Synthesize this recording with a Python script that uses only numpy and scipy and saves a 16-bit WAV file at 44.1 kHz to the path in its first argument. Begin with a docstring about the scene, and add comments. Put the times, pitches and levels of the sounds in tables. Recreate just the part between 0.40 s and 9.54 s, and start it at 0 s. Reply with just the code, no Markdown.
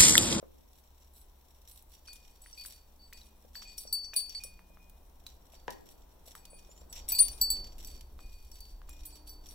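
"""A small metal bell on a hanging toy rings as a parrot tugs and chews the toy's wooden slats, in a cage
indoors, close to a hand-held stereo recorder. The bell is sums of sines set anew by each clapper contact;
chain links tick as noise bursts, slats knock as short sines with rattling modes, and fibres crackle as
clumps of coloured clicks. Below lie room noise, hiss, low rumble and a slowly sinking engine hum."""
import sys
import numpy as np
from scipy import signal
from scipy.fft import rfft, irfft
from scipy.io import wavfile

SR = 44100
rng = np.random.default_rng(int(sys.argv[2]) if len(sys.argv) > 2 else 0)


def magnitude_from_level(level_db):
    """Linear magnitude for a level in decibels (20 dB per decade)."""
    exponent = np.asarray(level_db, float) / 20
    return 10 ** exponent


def persist_wave(psi):
    """Save psi, clipped to +-1, as 16-bit WAV."""
    counts = np.round(np.clip(psi, -1, 1) * 32767).astype(np.int16)
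    wavfile.write(sys.argv[1], SR, np.atleast_2d(counts).T)


N = 403074  # samples

# the bell's upper modes in five families, low to high:
# [f/Hz, level against its family/dB, t60/s, phase lead of the left ear/rad]
BELL_MODES = [
    [(4523, 0.5, .42, 1.1), (4562, -16, .15, 1.1)],
    [(7880, -1.5, .125, .8)],
    [(9348, 3.0, .17, 1.1), (9552, -28, .1, 1.8)],
    [(10780, -0.5, .14, 1.6), (12184, -17, .09, 1.5)],
    [(13955, -2.5, .11, 1.5), (13021, -15, .09, 1.5), (14775, -15, .08, 1.5)],
]
LOW_MODE_HZ, LOW_MODE_T60_S = 2461, 0.67  # the bell's lowest mode
# slats and perch knocking: [t/s, strength/dB, f/Hz]
KNOCK_HITS = [(0.025, -30.5, 530), (0.036, -39.5, 510), (1.682, -47.5, 1500), (2.059, -47.5, 1950),
              (2.249, -47, 1570), (2.725, -44, 1950), (2.813, -51.5, 3950), (3.046, -42, 530),
              (3.152, -42.5, 1750), (3.22, -45.5, 1220), (3.45, -39, 555), (3.733, -39.5, 1680),
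              (3.948, -45, 2320), (4.046, -41, 530), (4.19, -48.5, 1010), (4.3, -47.5, 563),
              (4.37, -49.5, 1240), (4.8635, -41.5, 3970), (5.134, -42.5, 680), (5.2785, -34, 1700),
              (5.279, -24.5, 880), (5.279, -22, 520), (5.876, -41.5, 600), (5.95, -40.5, 1210),
              (6.129, -41, 554), (6.289, -43.5, 546), (6.414, -44, 556), (6.721, -41.5, 910),
              (7.789, -45.5, 1180), (8.415, -47.5, 1082), (8.488, -48.5, 1299)]
# bouts of chewing and tugging: [t/s, hold/s, bright crackle level/dB, lower scrape level/dB]
CHEWING_BOUTS = [(0.31, 0.085, -70, -71), (0.734, 0.064, -60, -71.5), (1.276, 0.11, -60.5, -66.5),
                 (1.492, 0.052, -64.5, -64.5), (1.65, 0.31, -70, -66.5), (2.015, 0.2, -67, -65.5),
                 (2.17, 0.17, -58, -61), (2.73, .13, -67, -66.5), (3.148, 0.17, -65, -61),
                 (3.373, 0.046, -51.5, -65), (3.528, 0.11, -61.5, -60.5), (3.76, 0.0082, -35.5, -49),
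                 (3.9, 0.16, -67, -60), (4.86, 0.019, -64, -62), (5.121, 0.0082, -60, -57),
                 (5.3, 0.015, -60, -58.5), (5.457, 0.064, -66, -66.5), (5.858, 0.017, -53.5, -57),
                 (5.957, 0.0075, -56, -58.5), (6.182, 0.24, -71, -67.5), (6.498, 0.017, -61.5, -63.5),
                 (6.536, 0.045, -59.5, -51), (6.684, 0.018, -48.5, -47.5), (6.71, .012, -44, -44.5),
                 (6.757, .015, -42, -50.5), (6.788, .022, -36.5, -46.5), (6.87, 0.13, -62, -59),
                 (7.013, 0.024, -50, -52.5), (7.102, 0.032, -62, -54.5), (7.2, 0.12, -69.5, -62),
                 (7.387, 0.16, -63.5, -61.5), (7.779, 0.28, -67.5, -67.5), (8.121, 0.19, -68.5, -67),
                 (8.474, 0.17, -69.5, -63), (8.65, 0.11, -62.5, -62), (8.871, 0.019, -52, -60.5),
                 (9.039, .1, -63, -63)]


def rms_one(x):
    """Scale to unit rms."""
    return x / np.sqrt(np.mean(x ** 2) + 1e-20)


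def in_time(rows):
    """Table columns as curves over all samples."""
    s, *columns = np.transpose(rows)
    return [np.interp(np.arange(N) / SR, s, c) for c in columns]


def coloured(x, spectrum):
    """Give x a spectrum (Hz, dB) that falls away steeply outside its ends."""
    hz, db = np.transpose(spectrum)
    log_f = np.log(np.arange(N // 2 + 1) * SR / N + 1)
    below = np.clip(log_f - np.log(hz[0]), None, 0)
    above = np.clip(log_f - np.log(hz[-1]), 0, None)
    gain_db = np.interp(log_f, np.log(hz), db) + 30 * (below - above)
    return irfft(rfft(x) * magnitude_from_level(gain_db), N)


def band(x, low_hz, high_hz):
    """Causal band-pass."""
    return signal.sosfilt(signal.butter(2, [low_hz, high_hz], "band", fs=SR, output="sos"), x)


def drift(rate):
    """Slow chance: normal values, rate of them a second, joined by straight lines."""
    knots = rng.standard_normal(N // 64 + 2)
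    return np.interp(np.arange(N) / SR * rate, np.arange(len(knots)), knots)


def ring(x, hz, t60):
    """A decaying resonance: a unit click sets a sine of about height 1 ringing."""
    r, w = magnitude_from_level(-60 / (t60 * SR)), 2 * np.pi * hz / SR
    return signal.lfilter([0, np.sin(w)], [1, -2 * r * np.cos(w), r * r], x + 1e-18)


def bursts(times, levels_db, t60):
    """Stereo noise that starts sharply at each time and dies away."""
    clicks = np.zeros(N)
    clicks[(times * SR).astype(int)] = magnitude_from_level(levels_db)
    envelope = signal.lfilter([1], [1, -magnitude_from_level(-60 / (t60 * SR))], clicks + 1e-18)
    shared, own = rng.standard_normal(N), rng.standard_normal((2, N))
    return envelope * (0.37 * shared + 2.79 * own)


def struck(times, levels_db, hz, t60, lead, harder_db=0):
    """A mode whose height each contact sets; a real blow also gives it new phase and a new aim at each ear."""
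    # the swinging bell leans left or right: [t/s, left minus right level/dB]
    swing = [(3.5, 4), (3.95, 3.5), (6.72, 1), (6.79, 4.5), (7.01, 0), (7.1, 1.5)]
    soft_below_db, hard_above_db, soft_swell_s = -58, -46, .02
    t = np.arange(N) / SR
    last = np.searchsorted(times, t) - 1
    # a real blow stands 8 dB above what the contact before would have left ringing
    left_db = np.append(-200, levels_db[:-1] - 60 * np.diff(times) / t60)
    blow = np.maximum.accumulate(np.arange(len(times)) * (levels_db > left_db + 8))
    aim = rng.standard_normal((len(times), 3))[blow[last]]
    height = magnitude_from_level(levels_db[last] - 60 * np.abs(t - times[last]) / t60) * (last >= 0)
    # weak contacts swell in, strong ones start almost at once
    hard = np.clip((levels_db[last] + harder_db - soft_below_db) / (hard_above_db - soft_below_db), 0, 1)
    r = np.exp(-1 / (soft_swell_s * SR))
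    quick = signal.lfilter([.06], [1, -.94], height * hard)
    slow = signal.lfilter([1 - r], [1, -r], height * (1 - hard))
    pan = magnitude_from_level((1.1 * aim[:, 0] + .5 * in_time(swing)[0]) * [[1], [-1]])
    left_lead = (lead + 0.25 * aim[:, 2]) * np.array([[1], [0]])
    phase = 2 * np.pi * hz * t + np.pi * aim[:, 1] + left_lead
    return (quick + slow) * pan * np.sin(phase)


def bell():
    """The lower three families follow the clapper, the highest two glancing contacts, the lowest mode jolts."""
    # clapper contacts: [t/s, main ring level/dB, face modes level/dB, edge modes level/dB]
    strikes = [(1.672, -50.5, -56, -55.5), (1.6895, -48, -62.5, -68), (1.728, -62.5, -76, -58),
               (2.017, -68, -49, -58), (2.0605, -66, -67, -56), (2.125, -62, -53, -74),
               (2.177, -47, -73, -57), (2.1965, -43.5, -68, -69), (2.258, -56, -48, -48),
               (2.592, -55.5, -74, -86), (2.625, -55, -65, -80), (2.662, -77, -62, -75),
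               (2.703, -79, -81, -82), (2.7285, -55, -54, -65), (2.797, -83, -70, -72),
               (3.154, -42, -49, -77), (3.275, -50, -49.5, -66), (3.379, -50, -46, -43),
               (3.471, -50, -51, -68), (3.5271, -27.5, -35, -35), (3.632, -38.5, -52, -68),
               (3.735, -73, -59, -68), (3.7625, -29.5, -45, -27), (3.949, -34.5, -50.5, -52.5),
               (3.995, -53, -68, -65), (4.0366, -57.5, -46, -44), (5.9525, -68, -51, -74),
               (6.0495, -62, -73, -77), (6.101, -68.5, -52, -53.5), (6.141, -62, -74, -52.5),
               (6.498, -70.5, -47, -64), (6.687, -55, -29, -40.5), (6.697, -46.5, -30.5, -39.5),
               (6.7195, -36, -38.5, -42), (6.749, -30.5, -32, -44.5), (6.789, -19, -33, -23.5),
               (6.8027, -39.5, -42.5, -13.5), (6.83, -36.5, -57.5, -26.5), (6.879, -41.5, -57, -68),
               (6.916, -52, -60, -47), (7.0133, -23.5, -20, -50), (7.1022, -27.5, -22, -57),
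               (7.446, -55, -50, -65), (7.475, -55.5, -47.5, -65), (7.79, -60.5, -57, -66),
               (7.919, -62.5, -62, -71), (8.117, -57, -52.5, -63), (8.203, -51, -76, -65),
               (8.59, -73, -70, -72), (8.6555, -59, -48.5, -48), (8.726, -59, -50, -62),
               (8.8682, -53, -56, -55), (8.894, -52.5, -57, -69), (9.088, -61, -66, -53.5)]
    # glancing contacts: [t/s, 11 kHz family level/dB, 14 kHz family level/dB]
    glances = [(2.258, -47, -42), (3.154, -61, -48), (3.379, -46, -41), (3.5266, -36, -26),
               (3.7385, -49, -44), (3.7623, -24.5, -37), (4.0366, -52, -46), (6.688, -33, -29),
               (6.7195, -37, -19), (6.7498, -40, -30), (6.7885, -20.5, -30), (7.0124, -29.5, -17.5),
               (7.1025, -29.5, -23), (7.446, -55, -47), (8.6555, -48, -38.5), (8.894, -57, -44)]
    # jolts of the whole toy: [t/s, level/dB]
    jolts = [(1.676, -55.5), (2.175, -52), (2.23, -65), (2.7277, -61), (2.803, -74.5), (3.253, -54),
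             (3.733, -48.5), (3.78, -63.5), (3.83, -63.5), (4.002, -50.5), (4.3, -67), (4.4, -64),
             (5.975, -73), (6.03, -67.5), (6.13, -62.5), (6.723, -46), (6.752, -57.5), (7.795, -65),
             (7.835, -61.5), (7.92, -63.5), (8.4941, -61.5), (8.635, -64.5), (8.76, -78.5)]
    strike_s, *clapper = np.transpose(strikes)
    glance_s, *glance = np.transpose(glances)
    jolt_s, jolt_db = np.transpose(jolts)
    drives = [(strike_s, db) for db in clapper] + [(glance_s, db) for db in glance]
    upper = sum(struck(times, levels_db + db, hz, t60, lead)
                for (times, levels_db), modes in zip(drives, BELL_MODES)
                for hz, db, t60, lead in modes)
    return upper + struck(jolt_s, jolt_db, LOW_MODE_HZ, LOW_MODE_T60_S, lead=0.3, harder_db=16.0)


def ticks():
    """Chain and beak: a treble crack and a duller snap for each tick; links ring briefly near 5.7 kHz."""
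    # ticks: [t/s, treble crack strength/dB, wood snap strength above it/dB]
    tick_rows = [(1.424, -54, -24), (1.7308, -44.5, -8), (2.019, -49, -24), (2.26, -44, -4),
                 (2.7305, -46.5, -5), (3.223, -65, 14), (3.38, -38.5, -9.5), (3.5263, -35.5, -28),
                 (3.739, -47.5, 2), (3.8945, -44, -20), (4.0365, -40, -15), (4.497, -53.5, -13),
                 (4.866, -47, -3), (5.3048, -43.5, -3), (5.952, -46, -12), (6.053, -49.5, -1.5),
                 (6.527, -40, -8), (6.688, -35, -19), (6.72, -40, -15), (6.751, -46.5, 0),
                 (6.7855, -28, -11), (6.883, -36, -9.5), (7.1022, -27.5, -38), (7.3819, -50.5, -7),
                 (7.4474, -44.5, -29), (7.473, -41.5, -25), (7.609, -52, 0.5), (8.115, -49.5, -10),
                 (8.2055, -44, -23), (8.4929, -44, -19), (8.653, -45, -11)]
    # chain links set ringing: [t/s, strength/dB]
    link_rows = [(1.677, -49.5), (2.1288, -50), (3.382, -44), (3.474, -49.5), (3.6453, -47.5),
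                 (3.7354, -47), (3.895, -44), (4.0364, -41.5), (6.529, -48.5), (6.688, -52), (6.721, -44),
                 (6.8846, -46.5), (7.013, -42.5), (7.447, -45.5), (8.1174, -52), (8.8932, -51.5),
                 (9.0876, -50.5)]
    s, crack_db, snap_db = np.transpose(tick_rows)
    link_s, link_db = np.transpose(link_rows)
    touch = bursts(link_s, link_db - 21, 0.011)
    out = sum(ring(touch, hz, t60=.07) for hz in (5570, 5763))
    for db, t60, low, high in [(crack_db, 0.025, 8200, 20400), (crack_db + snap_db, 0.03, 2710, 7200)]:
        narrow_gain = np.sqrt(SR / 8 / (high - low))  # a narrower band is lifted more
        out = out + band(bursts(s, db, t60), low, high) * narrow_gain
    return out


def knocks():
    """A few cycles and the slats' modes shaken by a rattle, more so by hard knocks; deep ones softer, to the left."""
    # slat modes: [f/Hz, level/dB, t60 of the rattling/s]
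    slat_modes = [(494, -26, 0.14), (648, -22, 0.2), (789, -20, 0.31), (910, -20.5, 0.3),
                  (986, -17.5, 0.13), (1700, -27.5, 0.35), (1863, -29, 0.38)]
    out, t = np.zeros((2, N + SR)), np.arange(SR // 4) / SR
    rattles = rng.standard_normal((len(KNOCK_HITS), 2, len(t)))
    for (s, db, hz), rattle in zip(KNOCK_HITS, rattles):
        tail = band(rattle, 0.8 * hz, 2 * hz) * magnitude_from_level(-60 * t / .1 - 9)
        crack = band(rattle[0], 940, 3100) * magnitude_from_level(-60 * t / 0.0043 + 10.5)
        airborne = np.clip((hz - 600) / 700, 0, 1)  # 0 for deep knocks, 1 for bright ones
        onset = 1 - np.exp(-t * hz * (1.2 + 5 * airborne))
        decay = magnitude_from_level(-60 * t * hz / (8.5 + (hz / 1200) ** 4))
        hit = np.sin(2 * np.pi * hz * t) * decay * onset
        hardness_db = 0.37 * (db + 22.5)
        slats = sum(magnitude_from_level(d) * ring(rattle * magnitude_from_level(-60 * t / t60 - 19.5 + hardness_db), f, t60=.06)
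                    for f, d, t60 in slat_modes)
        wood_gain = np.sqrt(airborne / (1 + (hz / 2500) ** 4))
        sound = hit * np.array([[1.5], [0.81 + 0.5 * airborne]]) + tail
        sound = sound + (slats + crack) * wood_gain * [[1.3], [.8]]
        at = int((s + 0.002) * SR)
        out[:, at:at + len(t)] += magnitude_from_level(db) * sound
    return band(out[:, :N], 300, 12000)


def bumps():
    """Deep knocks reach the recorder's body: a low push and a shudder move its two ports oppositely."""
    deep = [(s, db + 1) for s, db, hz in KNOCK_HITS if hz < 600]
    s, db = np.transpose(deep)
    clicks = np.zeros(N)
    clicks[((s + 0.0027) * SR).astype(int)] = magnitude_from_level(db)
    soft = signal.lfilter([.05], [1, -.95], clicks + 1e-18)
    push = band(ring(soft, hz=423, t60=0.0066), 59, 3000)
    shudder = band(bursts(s + 0.006, db - 19.5, t60=0.88)[0], 187, 450)
    return (push + shudder) * [[1], [-.93]]


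def grains(per_s, size_db):
    """Random clicks of very uneven size in clumps, partly shared by both ears."""
    sizes = magnitude_from_level(size_db * np.minimum(rng.exponential(1, (3, N)), 5)) * rng.choice([-1, 1], (3, N))
    born = rng.random((3, N)) < per_s * magnitude_from_level(3 * drift(45)) / SR
    shared, *own = sizes * born
    return 0.5 * shared + np.array(own)


def bites(per_s, t60):
    """Unevenness of chewing: small sudden gives of the wood, each dying fast, over a steady part."""
    gives = (rng.random(N) < per_s / SR) * magnitude_from_level(2.5 * np.minimum(rng.exponential(1, N), 3))
    return rms_one(0.51 + signal.lfilter([1], [1, -magnitude_from_level(-60 / (t60 * SR))], gives + 1e-18))


def bouts(levels_db, idle_db, t60):
    """Height over time: each bout rises, holds and dies away above the idle level."""
    attack_s = 0.0048
    t, out = np.arange(0, N, 32) / SR, magnitude_from_level(idle_db)
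    for (start, hold, *_), db in zip(CHEWING_BOUTS, levels_db):
        rise = np.clip((t - start) / attack_s + 1, 0, 1) ** 2
        out = np.maximum(out, rise * magnitude_from_level(db - 60 * np.clip(t - start - hold, 0, None) / t60))
    return np.interp(np.arange(N) / SR, t, out)


def chewing():
    """Fibres tear brightly, beak and chain scrape lower; scraping keeps the bell singing, tugs jangle its clapper."""
    # crackle spectrum: [f/Hz, level/dB]
    crackle_spectrum = [(2000, -50), (4000, 3), (6500, -23.5), (7700, 3.5), (9000, -7), (12000, 4.5),
                        (15500, -4)]
    # scrape spectrum: [f/Hz, level/dB]
    scrape_spectrum = [(1500, -12), (3700, 1.5), (4900, -15.5), (5600, 10.5), (6500, -9), (7500, 3.5),
                       (10000, -64)]
    crackle_db, scrape_db = np.transpose(CHEWING_BOUTS)[2:]
    # faint stirring goes on between bouts
    scraping = bouts(scrape_db, idle_db=-76, t60=0.31)
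    tearing = bouts(crackle_db, idle_db=-76, t60=0.17)
    crackle = rms_one(coloured(grains(9000, size_db=6.5), crackle_spectrum)) * tearing
    scrape = rms_one(coloured(grains(7200, size_db=2.5), scrape_spectrum)) * scraping
    # sparser clicks drive the bell: tugs its upper families, scraping its main ring and lowest mode
    jangling = rms_one(grains(90, size_db=3.0)) * np.minimum(tearing, magnitude_from_level(-45))
    rubbing = rms_one(grains(300, size_db=4.0)) * np.clip(scraping - magnitude_from_level(-72), 0, magnitude_from_level(-63))
    singing = sum(magnitude_from_level(db) * ring(rubbing, hz, t60) for hz, db, t60, lead in BELL_MODES[0])
    sparkle = sum(magnitude_from_level(db) * ring(jangling, hz, t60)
                  for modes in BELL_MODES[1:] for hz, db, t60, lead in modes)
    low_singing = ring(rubbing, LOW_MODE_HZ, LOW_MODE_T60_S)
    wood = (crackle + scrape) * bites(65, t60=0.035)
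    return wood + magnitude_from_level(-34.5) * singing + magnitude_from_level(-36.5) * sparkle + magnitude_from_level(-43.5) * low_singing


def tone(start, end, from_hz, to_hz, db, wobble):
    """A wavering sine that swells and fades."""
    way = np.clip((np.arange(N) / SR - start) / (end - start), 0, 1)
    hz = (from_hz + (to_hz - from_hz) * way) * (1 + wobble * drift(180))
    return magnitude_from_level(db) * np.sqrt(4 * way * (1 - way)) * np.sin(2 * np.pi * np.cumsum(hz) / SR)


def squeaks():
    """Thin squeaks of beak on wood: short wavering sines that glide upward."""
    # squeaks: [start t/s, end t/s, from f/Hz, to f/Hz, level/dB]
    squeak_rows = [(6.294, 6.337, 6900, 7400, -58), (6.35, 6.423, 6940, 7620, -62),
                   (8.497, 8.537, 7360, 7630, -60)]
    return sum(tone(*row, wobble=0.011) for row in squeak_rows)


def room(x):
    """A diffuse tail: decaying noise, another for each ear."""
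    t = np.arange(SR // 2) / SR
    tail = rng.standard_normal((2, len(t))) * magnitude_from_level(-60 * t / 0.32) * (t > .004)  # t60 0.32 s
    return signal.fftconvolve(x, tail / np.sqrt(np.sum(tail[0] ** 2)), axes=1)[:, :N]


def surroundings():
    """Engine hum and rumble alike in both ears, handling thuds mostly so, room noise partly, hiss unrelated."""
    # the background's course: [t/s, engine f/Hz, rumble level/dB, room noise level/dB]
    around = [(0, 66.8, -63, -71), (4.2, 67, -57, -69.5), (5.4, 65.4, -60, -66), (6.3, 66.1, -56, -67.5),
              (6.6, 66.46, -50.5, -62.5), (7.13, 63.4, -45, -61), (7.5, 63.75, -47.5, -67),
              (8, 62.9, -49, -70.5), (9.14, 61.8, -51.5, -65)]
    # faint steady hums that come and go: [start t/s, end t/s, f/Hz, level/dB]
    hum_rows = [(2.28, 3.748, 217.6, -71.5), (3.942, 4.547, 182.4, -67), (5.9, 6.66, 182.3, -70),
                (8.424, 9.14, 303, -65)]
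    # hiss spectrum: [f/Hz, level/dB]
    hiss_spectrum = [(1000, 6), (1300, -7.5), (2000, -4), (3900, -2), (4800, -7), (5700, -3.5), (8000, -10),
                     (10800, -7), (14700, 2)]
    # room noise spectrum: [f/Hz, level/dB]
    room_spectrum = [(80, -20), (105, 3), (130, 3.5), (190, 3.5), (400, 1.5), (950, 0.5), (1150, -7),
                     (1600, -12.5)]
    engine_hz, rumble_db, room_db = in_time(around)
    # the engine grows with the rumble and wavers in level and pitch
    engine_db = -62 + 0.64 * np.clip(rumble_db + 57.0, 0, None) + 3.2 * drift(21.0)
    engine_phase = 2 * np.pi * np.cumsum(engine_hz * (1 + 0.0089 * drift(23))) / SR
    engine = magnitude_from_level(engine_db) * np.sin(engine_phase)
    rumble = magnitude_from_level(rumble_db) * rms_one(band(band(rng.standard_normal(N), 3.1, 50), 10.9, 56))
    # thuds rise far more steeply than the rumble
    thuds_db = 2.5 * (rumble_db + 45) - 58 + 3 * drift(16)
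    thuds = magnitude_from_level(thuds_db) * rms_one(band(rng.standard_normal(N), 70, 400)) * [[1], [.6]]
    mid, side = coloured(rng.standard_normal((2, N)), room_spectrum)
    room_noise = magnitude_from_level(room_db + [[2.5], [-.8]]) * rms_one(1.63 * mid + side * [[1], [-1]])
    hiss_db = -70 + np.array([[1.2], [-1.2]])
    hiss = magnitude_from_level(hiss_db) * rms_one(coloured(rng.standard_normal((2, N)), hiss_spectrum))
    hums = sum(tone(start, end, hz, hz, db, wobble=0.0029) for start, end, hz, db in hum_rows)
    return engine + rumble + thuds + room_noise + hiss + hums * [[1], [.7]]


def scene():
    """The toy with its room, then the surroundings."""
    ringing = bell()
    toy = ticks() + knocks() + bumps() + chewing() + squeaks()
    reverberant = room(magnitude_from_level(-11) * toy + magnitude_from_level(-26) * ringing)
    return toy + ringing + reverberant + surroundings()


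def low_pass(x):
    """Removes everything above the highest recorded frequency."""
    return signal.sosfilt(signal.butter(12, 16800, fs=SR, output="sos"), x)


def record(dry):
    """The recorder cuts the treble steeply near 16 kHz."""
    cut = signal.sosfilt(signal.cheby2(12, 28, 16100, fs=SR, output="sos"), dry)
    return low_pass(cut)


dry = scene()
out = record(dry)
persist_wave(out)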